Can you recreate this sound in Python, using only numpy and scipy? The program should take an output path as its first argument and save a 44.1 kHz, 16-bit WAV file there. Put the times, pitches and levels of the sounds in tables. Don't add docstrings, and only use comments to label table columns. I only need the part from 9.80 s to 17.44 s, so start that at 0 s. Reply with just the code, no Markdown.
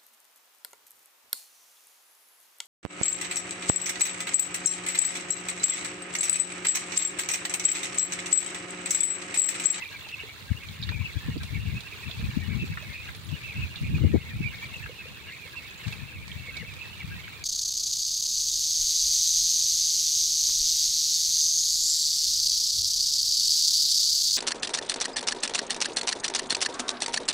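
import sys
import numpy as np
from scipy import signal
from scipy.fft import rfft, irfft, next_fast_len
from scipy.io import wavfile

SR = 44100
rng = np.random.default_rng(int(sys.argv[2]) if len(sys.argv) > 2 else 0)


def output_pcm(signal):
    pcm = np.clip(np.atleast_2d(signal).T, -1, 1) * 32767
    wavfile.write(sys.argv[1], SR, np.round(pcm).astype(np.int16))


N = 336924

PEEP_FALL, PEEP_GLIDE = .02, 0.0395
# (mid time [s], mid frequency [Hz], duration [s], relative level [dB], left-right [dB])
NEAR_CALLS = [(.019, 2090, 0.065, -37, 9), (.03, 2630, 0.034, -31, -7), (0.067, 2406, 0.054, -34.5, -6),
              (.152, 2380, .045, -36, 0), (0.25, 2740, 0.0445, -39.5, -1), (.337, 2705, .045, -30.5, 1),
              (.402, 2670, 0.028, -32, 7), (1.14, 2430, 0.093, -37, 1), (1.26, 2670, 0.038, -31, 6),
              (1.384, 3420, .04, -43, -2), (1.463, 1790, 0.096, -45, -5), (1.76, 2240, 0.043, -35.5, -5),
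              (1.976, 2560, 0.063, -36.5, -5), (2.133, 2520, .04, -37, -5), (2.235, 2560, 0.03, -36.5, -1),
              (2.273, 2650, .045, -35.5, 8), (2.451, 2515, 0.047, -38, 9), (2.627, 1900, .05, -41.5, 5),
              (2.728, 2310, 0.081, -39, 0), (2.82, 2640, 0.11, -35.5, 5), (3.108, 2130, .08, -45, 4),
              (3.152, 2530, 0.056, -38, 0), (3.549, 2900, 0.053, -41, -6), (3.708, 2480, .08, -35, 0),
              (3.78, 2640, 0.06, -39, 1), (3.837, 2580, .06, -32, 7), (3.909, 2820, 0.034, -43, 2),
              (4.157, 2500, 0.047, -35, -4), (4.635, 2580, 0.056, -37, -6), (4.664, 2377, 0.077, -28, -17),
              (4.837, 2350, .055, -33.5, 0), (4.951, 2750, 0.05, -32, 2), (5.037, 2730, 0.025, -33.5, 7),
              (5.205, 2624, .055, -38.5, 1), (5.49, 2750, 0.061, -39.5, -1), (5.517, 2130, 0.066, -40, -2),
              (5.777, 2690, 0.058, -35, -6), (6.049, 2720, 0.029, -36, -3), (6.133, 2650, 0.031, -35, -5),
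              (6.693, 2205, 0.036, -34.5, -6), (6.771, 2280, 0.044, -34, -7.5),
              (6.808, 2100, 0.057, -35.5, 3), (7.02, 2610, 0.044, -36, -7), (7.21, 2310, 0.036, -33, -2),
              (7.448, 3070, 0.037, -42, -10)]
def near_birds(level_db=-3.73):
    out = np.zeros((2, N))
    for s, hz, length, db, pan_db in NEAR_CALLS:
        call = peep(hz, length, PEEP_GLIDE * rng.normal() - PEEP_FALL, hoarse=0.67, port_phase=1.0)
        add(out, s - length / 2, from_db(db + level_db) * panned(pan_db) * call)
    return out


def peep(hz, length, glide, hoarse, arch=0.1184, waver=0.019, rough=0.66, octave_db=-28, port_phase=1.22):
    size = max(int(length * SR), 64)
    u = np.linspace(-1, 1, size)
    pitch = hz * (1 + glide * u - arch * u ** 2 + hoarse * waver * drift(489.5, size=size))
    phase = 2 * np.pi * np.cumsum(pitch) / SR + np.array([[.5], [-.5]]) * port_phase * rng.normal()
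    swell = np.abs(np.cos(u * np.pi / 2)) ** 1.4 * (1 + hoarse * rough * drift(487.3, size=size))
    return np.sqrt(2) * swell * (np.sin(phase) + from_db(octave_db) * np.sin(2 * phase))


# (time [s], relative level [dB])
FLOCK_ENVELOPE = [(0, -52), (.45, -43.5), (.56, -57.5), (.82, -46.5), (1.0, -51), (1.12, -44),
                  (1.28, -45.5), (1.35, -53), (1.5, -47), (2.9, -47.5), (3.0, -45.5), (3.28, -41),
                  (3.33, -64), (3.5, -55), (3.6, -45), (5.4, -47.5), (6.9, -46.5), (7.64, -47)]
def flock(far_db=-1.0, middle_db=-9.5, low_db=-58):
    far = from_db(far_db) * chorus(2480, spread=.135, length=.055, hoarse=0.86, count=420, uneven_db=2.5)
    middle = chorus(2542, spread=.16, length=0.077, hoarse=0.72, count=80, uneven_db=3.5)
    low = from_db(low_db) * chorus(1748, spread=0.1, length=.045, hoarse=1.0, count=90)
    return from_db(in_time(FLOCK_ENVELOPE)) * (far + from_db(middle_db) * middle) + low


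def chorus(centre_hz, spread, length, hoarse, count, uneven_db=3.0):
    out = np.zeros((2, N))
    for k, (pitch, size, glide, loud, side, late) in enumerate(rng.standard_normal((count, 6))):
        hz = centre_hz * np.exp(spread * np.tanh(pitch))
        call = peep(hz, length * np.exp(.25 * size), 0.0496 * glide - PEEP_FALL, hoarse)
        onset = (k + late / 2) / count * N / SR - length / 2
        add(out, onset, from_db(uneven_db * loud) * panned(4 * side - 1.5) * call)
    return rms_one(out)


# (time [s], relative level [dB])
FEEDING_ENVELOPE = [(0, -46.5), (.7, -49.5), (1.65, -48.5), (1.85, -49.5), (2.3, -47.5), (3.7, -48.5),
                    (4.35, -51.5), (4.65, -50), (4.8, -46), (5.2, -51.5), (6.1, -48), (6.27, -53),
                    (6.55, -51), (7.64, -48.5)]
# (frequency [Hz], relative gain [dB])
BUBBLE_SPECTRUM = [(350, 0), (700, -7), (1050, 0.5), (1400, -2), (1800, 1.5), (3000, -2.5), (3500, 4),
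                   (4200, 0), (5200, -11), (7400, -10), (9500, -21), (12000, -23), (15500, 16.5)]
def dabbling(per_s=7500, size_db=2.0, clump_db=2.5, level_db=0.5, bands=30, cycles=17):
    out, busy = np.zeros((2, N)), from_db(clump_db * drift(30))
    underflow_guard = 1e-18 * rng.standard_normal((2, N))
    for hz in np.geomspace(400, 12000, bands):
        rate = per_s / bands * (hz / 3000) ** (3 / 4)
        births = np.flatnonzero(rng.random(N) < rate / SR * busy)
        sizes = from_db(size_db * np.minimum(rng.exponential(1, len(births)), 4))
        impulses = underflow_guard.copy()
        impulses[:, births] = sizes * rng.standard_normal((2, len(births)))
        radius, angle = from_db(-60 * hz / (cycles * SR)), 2 * np.pi * hz / SR
        bubble = [1 - radius, 0, radius - 1, 1, -2 * radius * np.cos(angle), radius * radius]
        out += signal.sosfilt([bubble, bubble], impulses) / hz ** (3 / 8)
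    return from_db(in_time(FEEDING_ENVELOPE) + level_db) * colour(paired(out), BUBBLE_SPECTRUM)


# (time [s], peak level [dB], centre frequency [Hz])
WET_IMPACTS = [(.289, -38, 2880), (0.885, -35, 3650), (1.026, -26, 3800), (1.035, -29.5, 4000),
               (1.09, -26.5, 1720), (1.09, -29, 3930), (1.118, -37.5, 1120), (2.311, -29.5, 3660),
               (2.512, -40, 1650), (2.973, -27, 1520), (3.289, -32.5, 1800), (3.958, -31, 3700),
               (4.823, -40, 1230), (5.059, -31, 1700), (6.515, -33, 3000), (6.769, -33, 3960),
               (7.477, -35.5, 1750)]
def slaps(decay_s=0.0057, rise_s=.0005, width_hz=750):
    out, t = np.zeros((2, N)), np.arange(2048) / SR
    fade = (1 - np.exp(-t / rise_s)) * np.exp(-t / decay_s)
    for s, db, hz in WET_IMPACTS + small_slaps():
        band = [max(hz - width_hz / 2, hz / 2), hz + width_hz / 2]
        pocket = signal.butter(2, band, "band", fs=SR, output="sos")
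        splash = signal.sosfilt(pocket, paired(rng.standard_normal((2, len(t)))) * fade)
        add(out, s - rise_s, from_db(db) * rms_one(splash) * np.sqrt(np.mean(fade ** 2)))
    return out


def small_slaps(count=24, peak_db=-41, uneven_db=3.5, low_hz=1200, high_hz=5050):
    return [((k + when) / count * N / SR,
             peak_db - uneven_db * (2 * soft - 1),
             low_hz * (high_hz / low_hz) ** pitch)
            for k, (when, soft, pitch) in enumerate(rng.random((count, 3)))]


# (time [s], level [dB], starting frequency [Hz])
SINGLE_BUBBLES = [(.268, -42, 800), (.436, -36.5, 375), (1.215, -42, 970), (2.297, -43.5, 620),
                  (3.025, -43, 557), (3.36, -48, 9000), (3.445, -48, 9300), (5.094, -35, 450),
                  (5.256, -39.5, 455), (5.654, -43, 460), (5.976, -45, 6570), (6.684, -43, 460),
                  (6.828, -39, 442)]
def plops(decay_s=0.0086, rise_s=0.00054, climb_per_s=15.3):
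    out, t = np.zeros((2, N)), np.arange(4096) / SR
    fade = (1 - np.exp(-t / rise_s)) * np.exp(-t / decay_s)
    for s, db, hz in SINGLE_BUBBLES:
        tone = np.sin(2 * np.pi * np.cumsum(hz * (1 + climb_per_s * t)) / SR)
        add(out, s, from_db(db) * panned(0) * tone * fade)
    return out


# (time [s], relative level [dB], relative left-right [dB])
CRACKS = [(0.2872, -38, 2), (1.6326, -33.5, 2), (2.0062, -38, -3), (3.349, -39, -3), (6.08, -35, -4),
          (6.1246, -36, 1), (6.4797, -40.5, -4), (6.7682, -35.5, -6), (6.937, -40, 0)]
# (frequency [Hz], relative gain [dB])
CRACK_SPECTRUM = [(800, -1), (2500, 4), (4000, 10.5), (5500, -0.5), (9000, -5.5), (16000, -30)]
def snaps(decay_s=0.0048, after_db=-13, after_decay_s=0.033, level_db=-1.0, left_bias_db=3.0):
    out, t = np.zeros((2, N)), np.arange(4096) / SR
    fade = np.exp(-t / decay_s) + from_db(after_db) * np.exp(-t / after_decay_s)
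    for s, db, pan_db in CRACKS:
        crack = colour(paired(rng.standard_normal((2, len(t)))), CRACK_SPECTRUM)
        add(out, s, from_db(db + level_db) * panned(pan_db + left_bias_db) * crack * fade)
    return out


# (frequency [Hz], relative gain [dB])
STRAW_SPECTRUM = [(1500, -22), (4000, 8), (7000, -7), (10000, -7), (12000, -7), (15500, -10)]
def rustle(per_s=550, size_db=1.0, clump_db=3.5, level_db=-8.5):
    born = rng.random(N) < per_s * from_db(clump_db * drift(12)) / SR
    sizes = from_db(size_db * np.minimum(rng.exponential(1, N), 3))
    ticks = colour(paired(born * sizes * rng.standard_normal((2, N))), STRAW_SPECTRUM)
    return from_db(in_time(FEEDING_ENVELOPE) + level_db) * ticks


def scatter(x, decay_s=0.02, wet_db=-11, delay_s=.003):
    t = np.arange(8192) / SR
    echo = rng.standard_normal((2, len(t))) * np.exp(-t / decay_s) * (t > delay_s)
    echo /= np.sqrt(np.sum(echo ** 2, axis=1, keepdims=True))
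    return x + from_db(wet_db) * signal.fftconvolve(x, echo, axes=1)[:, :N]


# (frequency [Hz], relative gain [dB])
LARGE_EDDIES = [(20, -40), (40, -10.5), (60, -2), (85, 2.5), (125, 0.5), (200, -8.5), (320, -27.5),
                (500, -50), (900, -81), (2000, -83)]
SMALL_EDDIES = [(50, -26), (150, 14), (280, 3), (420, -7.5), (700, -32), (1200, -33), (2500, -72)]
def wind(lumps_db=3.5, surge_db=2.0, flutter_db=-10, strong_db=-25, brightening=0.99):
    strength = gusts()
    lumps = rms_one(from_db([lumps_db * drift(60) + surge_db * drift(14) for port in range(2)]))
    rumble = colour(rng.standard_normal((2, N)), LARGE_EDDIES)
    flutter_gain = from_db(flutter_db) * (strength / from_db(strong_db)) ** brightening
    flutter = flutter_gain * colour(rng.standard_normal((2, N)), SMALL_EDDIES)
    return strength * lumps * (rumble + flutter)


# (time [s], relative level [dB])
BREEZE_ENVELOPE = [(0, -56), (.58, -54.5), (.75, -46), (2.0, -44), (2.18, -52), (2.4, -42.5), (3.6, -48),
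                   (4.8, -44.5), (5.4, -52.5), (5.95, -55), (6.2, -47), (7.64, -50)]
# (onset [s], duration [s], level [dB], left-right [dB])
PORT_GUSTS = [(0.897, 0.023, -35, 14), (1, 0.24, -31, 29), (1.356, 0.018, -35, 13), (1.452, 0.21, -32.5, 2),
              (1.708, 0.28, -29.5, 7), (2.254, 0.046, -33.5, 14), (2.397, 0.1, -29.5, 3),
              (2.532, 0.26, -28.5, 24), (2.767, 0.19, -33, 6), (3.07, 0.042, -33, 31),
              (3.458, 0.1, -36.5, 27), (3.75, 0.11, -31.5, -7), (4.012, 0.24, -26, 0.5),
              (4.206, 0.17, -22.5, 10), (4.481, 0.2, -31, 1), (4.98, 0.1, -43.5, -10), (6.065, .2, -38, 15),
              (6.383, 0.025, -38, 9), (6.546, 0.15, -38.5, 17), (6.806, 0.018, -36.5, 20),
              (7.238, 0.14, -36, -4)]
def gusts(breeze_db=2.5, breeze_pan_db=1.0, attack_s=0.013, release_s=0.018):
    t = np.arange(SR) / SR
    power = (from_db(in_time(BREEZE_ENVELOPE) + breeze_db) * panned(breeze_pan_db)) ** 2
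    attack = np.minimum(t / attack_s, 1)
    for s, length, db, pan_db in PORT_GUSTS:
        release = np.exp(-np.maximum(t - length, 0) / release_s)
        add(power, s - attack_s / 2, (attack * from_db(db) * release * panned(pan_db)) ** 2)
    return np.sqrt(power)


# (time [s], relative level [dB], frequency [Hz], left-right [dB])
EDDY_THUMPS = [(0.714, -14, 126, 17), (1.213, -18, 103, 24), (1.491, -17, 189, 39),
               (1.566, -26.5, 304, -16), (2.573, -14, 138, 15), (2.837, -18.5, 193, -28),
               (3.534, -21.5, 149, 28), (4.244, -17.5, 261, -8), (4.344, -10.5, 273, 34),
               (4.356, -18.5, 390, 25), (4.612, -18.5, 168, 21)]
def buffets(width_s=0.008, level_db=-5.0):
    out, t = np.zeros((2, N)), np.arange(-2048, 2048) / SR
    swell = np.exp(-(t / width_s) ** 2)
    for s, db, hz, pan_db in EDDY_THUMPS:
        spectrum = [(hz / 4, -20), (hz / 2, -3), (hz, 0), (hz * 2, -16), (hz * 4, -50), (hz * 8, -90)]
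        shake = colour(rng.standard_normal((2, len(t))) * swell, spectrum) * np.sqrt(np.mean(swell ** 2))
        add(out, s + t[0], from_db(db + level_db) * panned(pan_db) * shake)
    return out


# (frequency [Hz], relative gain [dB])
FIELD_SPECTRUM = [(60, 4), (120, 3.5), (300, 10), (700, -1), (1800, 3.5), (4000, 4), (5200, -10),
                  (7400, -5.5), (8500, -11.5), (9500, -3), (11000, -19), (12500, -18.5), (13500, -3.5),
                  (15700, -10)]
def field_hiss(level_db=-52, patchy_db=-0.5):
    hush = colour(paired(rng.standard_normal((2, N))), FIELD_SPECTRUM)
    return from_db(level_db + patchy_db * drift(24)) * hush


# (frequency [Hz], correlation [1])
PORT_CORRELATION = [(100, 1), (500, 0.69), (1500, 0), (3000, 0.12), (6000, 0), (15000, 0)]
def paired(x):
    alike = at_hz(PORT_CORRELATION, bins(x))
    mid, side = shaped(x, np.sqrt([1 + alike, 1 - alike]))
    return np.array([mid + side, mid - side])


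def panned(pan_db):
    gains = from_db(np.array([[.5], [-.5]]) * pan_db)
    return gains / np.sqrt(np.mean(gains ** 2, axis=0))


def colour(x, spectrum):
    return rms_one(shaped(x, from_db(at_hz(spectrum, bins(x)))))


def shaped(x, gains):
    size = next_fast_len(x.shape[-1], True)
    return irfft(rfft(x, size) * gains, size)[..., :x.shape[-1]]


def bins(x):
    return np.fft.rfftfreq(next_fast_len(x.shape[-1], True), 1 / SR)


def at_hz(points, hz):
    frequencies, values = np.transpose(points)
    return np.interp(np.log(np.maximum(hz, 1)), np.log(frequencies), values)


def in_time(rows):
    times, levels = np.transpose(rows)
    return np.interp(np.arange(N) / SR, times, levels)


def drift(rate, size=N):
    knots = rng.standard_normal(size // 16 + 4)
    return np.interp(1 + np.arange(size) * rate / SR, np.arange(len(knots)), knots) * np.sqrt(3 / 2)


def from_db(db):
    return 10 ** (np.asarray(db) / 20)


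def rms_one(x):
    return x / np.sqrt(np.mean(x ** 2) + 1e-20)


def add(out, s, sound):
    start = int(round(s * SR))
    first, last = max(start, 0), min(start + sound.shape[-1], N)
    if last > first:
        out[:, first:last] += sound[:, first - start:last - start]


def scene():
    birds = near_birds() + flock()
    mud = dabbling() + rustle() + snaps() + slaps() + plops()
    return scatter(birds + mud) + field_hiss() + wind() + buffets()


# (frequency [Hz], left-right [dB])
PORT_RESPONSE = [(300, 0), (1200, 1.5), (2000, 2), (2800, -2), (3400, -5.5), (5000, -4), (7300, -9.5),
                 (8400, -16), (9500, 26), (11000, -18), (12500, 4.5), (14000, -22)]
def record(dry, low_cut_hz=48, high_cut_hz=15880):
    hz = bins(dry)
    high_pass = hz ** 3 / np.sqrt(hz ** 6 + low_cut_hz ** 6)
    low_pass = np.clip((high_cut_hz - hz) / 150, 0, 1)
    return shaped(dry, panned(at_hz(PORT_RESPONSE, hz)) * high_pass * low_pass)


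dry = scene()
out = record(dry)
output_pcm(out)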